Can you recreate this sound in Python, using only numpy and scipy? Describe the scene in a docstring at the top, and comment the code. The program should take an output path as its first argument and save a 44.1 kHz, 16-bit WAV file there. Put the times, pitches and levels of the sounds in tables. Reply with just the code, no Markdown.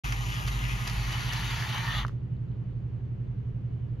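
"""A table top indoors, stereo microphone close above it: two plastic toy buggies whir towards each other. Their
gears tick and rasp into the hollow bodies, loose parts rattle and a flywheel rumbles low. Just after 2 s hands
stop both with a knock. Further off, the low throb of a slow machine fills the room throughout."""
import sys
import numpy as np
from scipy import signal
from scipy.fft import rfft, irfft
from scipy.io import wavfile
from scipy.ndimage import uniform_filter1d, map_coordinates

SR = 44100
rng = np.random.default_rng(int(sys.argv[2]) if len(sys.argv) > 2 else 0)


def master(y):
    """Save y as 16-bit WAV."""
    cut = np.clip(np.atleast_2d(y).T, -1, 1)
    pcm = np.round(cut * 32767)  # scale
    wavfile.write(sys.argv[1], SR, pcm.astype(np.int16))


N = 176400

# sound arriving from below the microphone: f/Hz, phase lead of the left/rad, left minus right/dB
FROM_BELOW = [(950, -.2, 2), (1290, 1.3, -1), (1800, 0.41, -1.5), (2800, -0.74, 6.5), (3740, -0.17, 0)]


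def undb(db):
    return 10 ** (np.asarray(db) / 20)


def unit(x):
    """Scale to rms 1."""
    return x / np.sqrt(np.mean(x ** 2))


def curve(rows, column=1):
    """One column of a table, joined by straight lines in time."""
    rows = np.array(rows)
    return np.interp(np.arange(N) / SR, rows[:, 0], rows[:, column])


def walk(rate_hz):
    """Smooth random drift with a spread near 1."""
    hold = max(int(SR / rate_hz), 1)
    steps = np.repeat(rng.standard_normal(N // hold + 1), hold)
    return 1.3 * uniform_filter1d(uniform_filter1d(steps, hold), hold)[:N]


def lowpass(x, hz):
    return signal.sosfilt(signal.butter(2, hz, fs=SR, output="sos"), x)


def colour(x, spectrum, resonances=()):
    """Causal filter of unit power gain: a broad spectrum plus resonances."""
    f, points = np.fft.rfftfreq(2 * N, 1 / SR), np.array(spectrum)
    db = np.interp(np.log(f + 1), np.log(points[:, 0]), points[:, 1])
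    for hz, width, lift in resonances:
        db = db + lift / (1 + (2 * (f - hz) / width) ** 2)
    cepstrum = irfft(np.log(unit(undb(db))))
    fold = np.r_[1, np.full(N - 1, 2), np.zeros(N)]  # makes the filter minimum phase
    return irfft(rfft(x, 2 * N) * np.exp(rfft(cepstrum * fold)))[..., :N]


def pan(db):
    """Left and right gains for a level difference."""
    return undb(np.array([[db], [-db]]) / 2)


def stereo_image(x, rows):
    """Give the left side a phase lead and a level difference, both by frequency."""
    hz, radians, db = np.array(rows).T
    f = np.fft.rfftfreq(2 * N, 1 / SR)
    side = np.array([[.5], [-.5]])
    lead = np.exp(1j * np.interp(f, hz, radians) * side)
    gain = undb(np.interp(f, hz, db) * side)
    mirrored = np.concatenate([x, x[..., ::-1]], axis=-1)
    return irfft(rfft(mirrored) * lead * gain)[:, :N]


def reflect(x, wet_db, t60, dull_hz):
    """Add short, duller reflections from the table and walls, different on each side."""
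    t = np.arange(SR // 4) / SR
    tail = rng.standard_normal((2, len(t))) * np.exp(-np.log(1000) * t / t60)
    tail = lowpass(tail / np.sqrt(np.sum(tail ** 2) / 2), dull_hz)
    return x + undb(wet_db) * signal.fftconvolve(x[None], tail, axes=1)[:, :N]


def room_tone():
    """A rumble of air all around the microphone, wider above the bass."""
    # spectrum of the air: f/Hz, relative level/dB
    air_spectrum = [(20, -30.5), (30, -4), (60, 1.5), (95, -4), (150, 0.5), (260, -13.5), (450, -20),
                    (600, -30.5), (1200, -37), (2800, -44.5), (4500, -59), (15000, -83)]
    mid, side = undb(-41) * colour(rng.standard_normal((2, N)), air_spectrum)
    side = signal.sosfilt(signal.butter(1, 260, "high", fs=SR, output="sos"), side) * undb(-1)
    return mid + side * np.array([[1], [-1]])


def machine():
    """A slow machine somewhere in the building: a few low, soft booms on every stroke, and a faint hum."""
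    # what each stroke sets booming: f/Hz, width/Hz, lag/s, level/dB
    booms = [(75.3, 6.4, -0.0277, -42), (118.57, 8.45, 0, -31), (139, 32.8, -0.0075, -50)]
    stroke_hz, first_stroke_s = 11.298, .03
    t = np.arange(N) / SR - first_stroke_s
    throb = sum(undb(db) * np.exp(-((f - hz) / width) ** 2) * np.cos(2 * np.pi * f * (t - lag))
                for hz, width, lag, db in booms for f in stroke_hz * np.arange(5, 18))
    hum = undb(-67) * np.sin(2 * np.pi * 399 * t + walk(5.8))
    return (throb + hum) * pan(db=-3)


def flywheel():
    """A flywheel or motor shaft in the toys turns near 50 Hz and keeps up a low, wavering rumble."""
    # rumble of the turning shaft: t/s, level/dB
    rumbling = [(0, -32), (.3, -35), (.385, -43), (.47, -32), (.75, -33), (.86, -42), (.95, -32),
                (1.25, -39), (1.5, -36), (1.72, -54), (1.97, -36.5), (2.06, -38), (2.15, -67.5)]
    shaft_hz, width_hz = 50, 7
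    tone = np.sin(2 * np.pi * np.cumsum(shaft_hz + 1.3 * walk(7.4)) / SR)
    spectrum = [(15, -52.5), (45, -0.5), (200, -15), (500, -46), (2000, -84)]  # f/Hz, relative level/dB
    rumble = colour(rng.standard_normal(N), spectrum, [(shaft_hz, width_hz, 6)])
    return unit(unit(tone) + undb(-5.5) * rumble) * undb(curve(rumbling)) * pan(db=-0.5)


def rattles():
    """Loose plastic parts chatter in brief clusters of tiny impacts."""
    # clusters: t/s, level/dB, rise and decay time/s
    clusters = [(0.1247, -30.5, 0.0019), (0.478, -33.5, 0.0028), (0.484, -36.5, .002), (0.877, -31, 0.0034),
                (0.898, -33.5, 0.0015), (1.125, -37.5, 0.007), (1.326, -32, 0.0012),
                (1.3347, -28.5, 0.0019), (2.067, -44.5, 0.00075), (2.082, -46.5, .002)]
    # spectrum of the loose parts: f/Hz, relative level/dB
    parts_spectrum = [(300, -18), (1000, -1), (2400, 3), (6000, -1.5), (8500, -10.5), (15000, -13)]
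    t = np.arange(N) / SR
    bursts = sum(undb(db) * np.exp(-abs(t - s) / decay) for s, db, decay in clusters)
    chatter = unit(rng.standard_normal(N) * undb(walk(3000)))
    return reflect(colour(bursts * chatter, parts_spectrum), wet_db=-1, t60=0.13, dull_hz=5060)


def squeals():
    """Short, falling squeals of plastic as the buggies meet below the microphone."""
    # each squeal at its peak: t/s, f/Hz, level/dB
    peaks = [(1.895, 1853, -36), (1.969, 1223, -37.5)]
    half_length_s, fall_per_s = 0.035, 1.5  # the fall is a share of the pitch
    out = 0
    for s, hz, db in peaks:
        t = np.arange(N) / SR - s
        phase = 2 * np.pi * hz * (t - fall_per_s * t ** 2 / 2)
        out = out + undb(db) * np.exp(-(t / half_length_s) ** 2) * np.sin(phase + .5 * walk(230))
    return stereo_image(out, FROM_BELOW)


def knocks():
    """Dull plastic knocks, damped at once by the hands that stop the buggies."""
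    # impacts: t/s, level/dB
    impacts = [(2.0504, -17.5), (2.084, -38), (2.095, -35.5)]
    knock_hz, rise_s, decay_s = 1220, 0.00067, 0.00046
    taps = 0
    for s, db in impacts:
        t = np.arange(N) / SR - s
        envelope = undb(db) * np.exp(-np.maximum(-t / rise_s, t / decay_s))
        taps = taps - envelope * np.cos(2 * np.pi * knock_hz * t)
    return reflect(taps, wet_db=-10, t60=0.066, dull_hz=3000) * pan(db=-1)


def flicker(x, depth_db, rate_hz):
    """Each part of the spectrum above the bass swells and sinks by itself."""
    spectrum, octave = rfft(x), np.log2(np.fft.rfftfreq(N, 1 / SR) + 1)
    centres = np.linspace(9, 13, 17)  # quarter octaves from 512 to 8192 Hz
    bands = (irfft(spectrum * np.interp(octave, centres, peak), N) for peak in np.eye(len(centres))[1:-1])
    return x + sum(band * (undb(depth_db * walk(rate_hz)) - 1) for band in bands)


def moving_echoes(x, echo_db, drift_s_per_s, dull_hz):
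    """Echo paths on each side lengthen or shorten as a buggy rolls, so its colour glides."""
    per_side, near_s, far_s = 6, 0.002007, .012
    t = np.arange(N) / SR
    dull = lowpass(x, dull_hz)
    out = np.array([x, x])
    for k, (lag, drift) in enumerate(rng.random((2 * per_side, 2))):
        delay = near_s + (far_s - near_s) * lag + drift_s_per_s * (2 * drift - 1) * t
        out[k % 2] += undb(echo_db) / np.sqrt(per_side) * np.interp(t - delay, t, dull)
    return out


def mesh_whine(drive, orders, level_db, flutter_db):
    """Wavering tones at high multiples of the shaft rate flare up in turn and sink as the drive slows."""
    phase = 2 * np.pi * np.cumsum(curve(drive) * (1 + 0.0095 * walk(25))) / SR
    tones = sum(np.sin(k * phase + 1.3 * walk(90)) * undb(flutter_db * np.tanh(walk(23.07)))
                for k in orders)
    return unit(tones) * undb(curve(drive, column=2) + level_db)


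def gears(drive, tick_db, repeat_db, grit_db, wobble):
    """Teeth snap into mesh; their rough flanks rasp, partly alike on every turn of the shaft."""
    teeth, scatter_db, snap_share, points = 4, 3, 0.21, 1024
    turns = np.cumsum(curve(drive) * (1 + wobble * walk(12))) / SR
    flanks = map_coordinates(rng.standard_normal(points), [turns * points], order=3, mode="grid-wrap")
    grit = unit(rng.standard_normal(N) * undb(grit_db * walk(1800)))
    rasp = unit(undb(repeat_db) * flanks + grit)
    tooth = turns * teeth
    strength = undb(scatter_db * rng.standard_normal(points))[tooth.astype(int) % points]
    snap = undb(tick_db) * strength * np.exp(-(tooth % 1) / snap_share)
    return unit(rasp * (1 + snap)) * undb(curve(drive, column=2))


def red_buggy():
    """The red buggy runs faster, and its gears whine as well as rasp through its shell."""
    # gear drive: t/s, shaft rate/Hz, relative level/dB
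    drive = [(.6, 68, -60), (1.02, 70.6, -50), (1.11, 68, -44), (1.57, 62.2, -40.5), (1.68, 53, -44),
             (1.75, 56, -35.5), (1.82, 62, -37.5), (1.99, 56.6, -34.5), (2.035, 43, -42), (2.07, 22.2, -71),
             (2.13, 15, -79)]
    # spectrum of the hollow body: f/Hz, relative level/dB
    body = [(200, -37.5), (550, -11.5), (900, 0), (1230, 3.5), (1500, -2.5), (1900, 2), (2600, -6.5),
            (3500, -1.5), (4400, -7), (5200, -20.5), (6100, -11), (7300, -24.5), (14000, -23)]
    # shell resonance: f/Hz, width/Hz, lift/dB
    resonances = [(2970, 210, 11)]
    shell = colour(gears(drive, tick_db=-5.5, repeat_db=-2, grit_db=5, wobble=.003), body, resonances)
    whine = colour(mesh_whine(drive, orders=range(15, 72, 3), level_db=-9, flutter_db=10.5), body)
    whir = flicker(shell, depth_db=2.5, rate_hz=28) + whine
    return moving_echoes(whir, echo_db=-4, drift_s_per_s=0.00117, dull_hz=5850)


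def blue_buggy(resonances):
    """The blue buggy's gear train sounds through its plastic shell."""
    # gear drive: t/s, shaft rate/Hz, relative level/dB
    drive = [(0, 58, -34), (.17, 52.3, -39), (.31, 51.6, -36.5), (.6, 47.2, -38), (1.1, 45.2, -37.5),
             (1.5, 45.6, -37), (1.75, 41.3, -37.5), (2.0, 34.7, -43), (2.05, 19.6, -61), (2.2, 11, -79.5)]
    # spectrum of the hollow body: f/Hz, relative level/dB
    body = [(200, -19), (550, -13), (850, 0.5), (1280, 0.5), (1700, -1.5), (2150, 0), (2750, -4),
            (3800, -8.5), (5100, -13), (6300, -8.5), (8500, -20), (11000, -15), (14000, -22.5)]
    shell = colour(gears(drive, tick_db=-5, repeat_db=-9, grit_db=2.5, wobble=.004), body, resonances)
    whir = flicker(shell, depth_db=1.75, rate_hz=20)
    return moving_echoes(whir, echo_db=-4, drift_s_per_s=.0007, dull_hz=6500)


def buggies():
    """The blue buggy rolls in from far left and brightens under the microphone, where the red meets it."""
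    # blue shell's resonances, heard from afar and close up: f/Hz, width/Hz, lift/dB
    far_resonances = [(2950, 530, 4.5)]
    near_resonances = [(1900, 88, 6.8), (4570, 600, 8.1)]
    # sound arriving from the left: f/Hz, phase lead of the left/rad, left minus right/dB
    from_left = [(397, 0.5, 4.5), (950, 1.8, 0.5), (1210, 2, -1), (1820, 4.5, 2.5), (2180, 3.5, 8.5),
                 (2750, 7.5, 4), (4000, 6, -0.5)]
    leaves_s, arrives_s = 0.45, 1.66
    crossfade = np.pi / 2 * np.interp(np.arange(N) / SR, [leaves_s, arrives_s], [0, 1])
    far = blue_buggy(far_resonances) * np.cos(crossfade)
    near = blue_buggy(near_resonances) * np.sin(crossfade) + red_buggy()
    return (stereo_image(far, from_left) + stereo_image(near, FROM_BELOW)) * undb(-3)


def scene():
    """The toys close up, their faint return from the walls, and the low sounds of flywheel and room."""
    toys = buggies() + squeals() + rattles() + knocks()
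    mono = toys.mean(axis=0)
    walls = reflect(mono, wet_db=-22, t60=.3, dull_hz=5000) - mono
    return toys + walls + flywheel() + machine() + room_tone()


def record(dry):
    """The microphone's sides differ in phase in the treble; the sound cuts in and the top is cut off."""
    # phase between the microphone's sides: f/Hz, lead of the left/rad
    treble_phase = [(5500, 0), (6800, 1.3), (7800, 3.0), (8700, 3.3), (10500, 6.2), (12500, 6.3),
                    (14000, 9.4)]
    start_s, fade_s, top_hz = 0.036, 0.012, 15500
    wide = stereo_image(dry, [(hz, radians, 0) for hz, radians in treble_phase])
    fade_in = np.clip((np.arange(N) / SR - start_s) / fade_s, 0, 1)
    return signal.sosfilt(signal.ellip(10, .2, 80, top_hz, fs=SR, output="sos"), wide * fade_in)


dry = scene()
out = record(dry)
master(out)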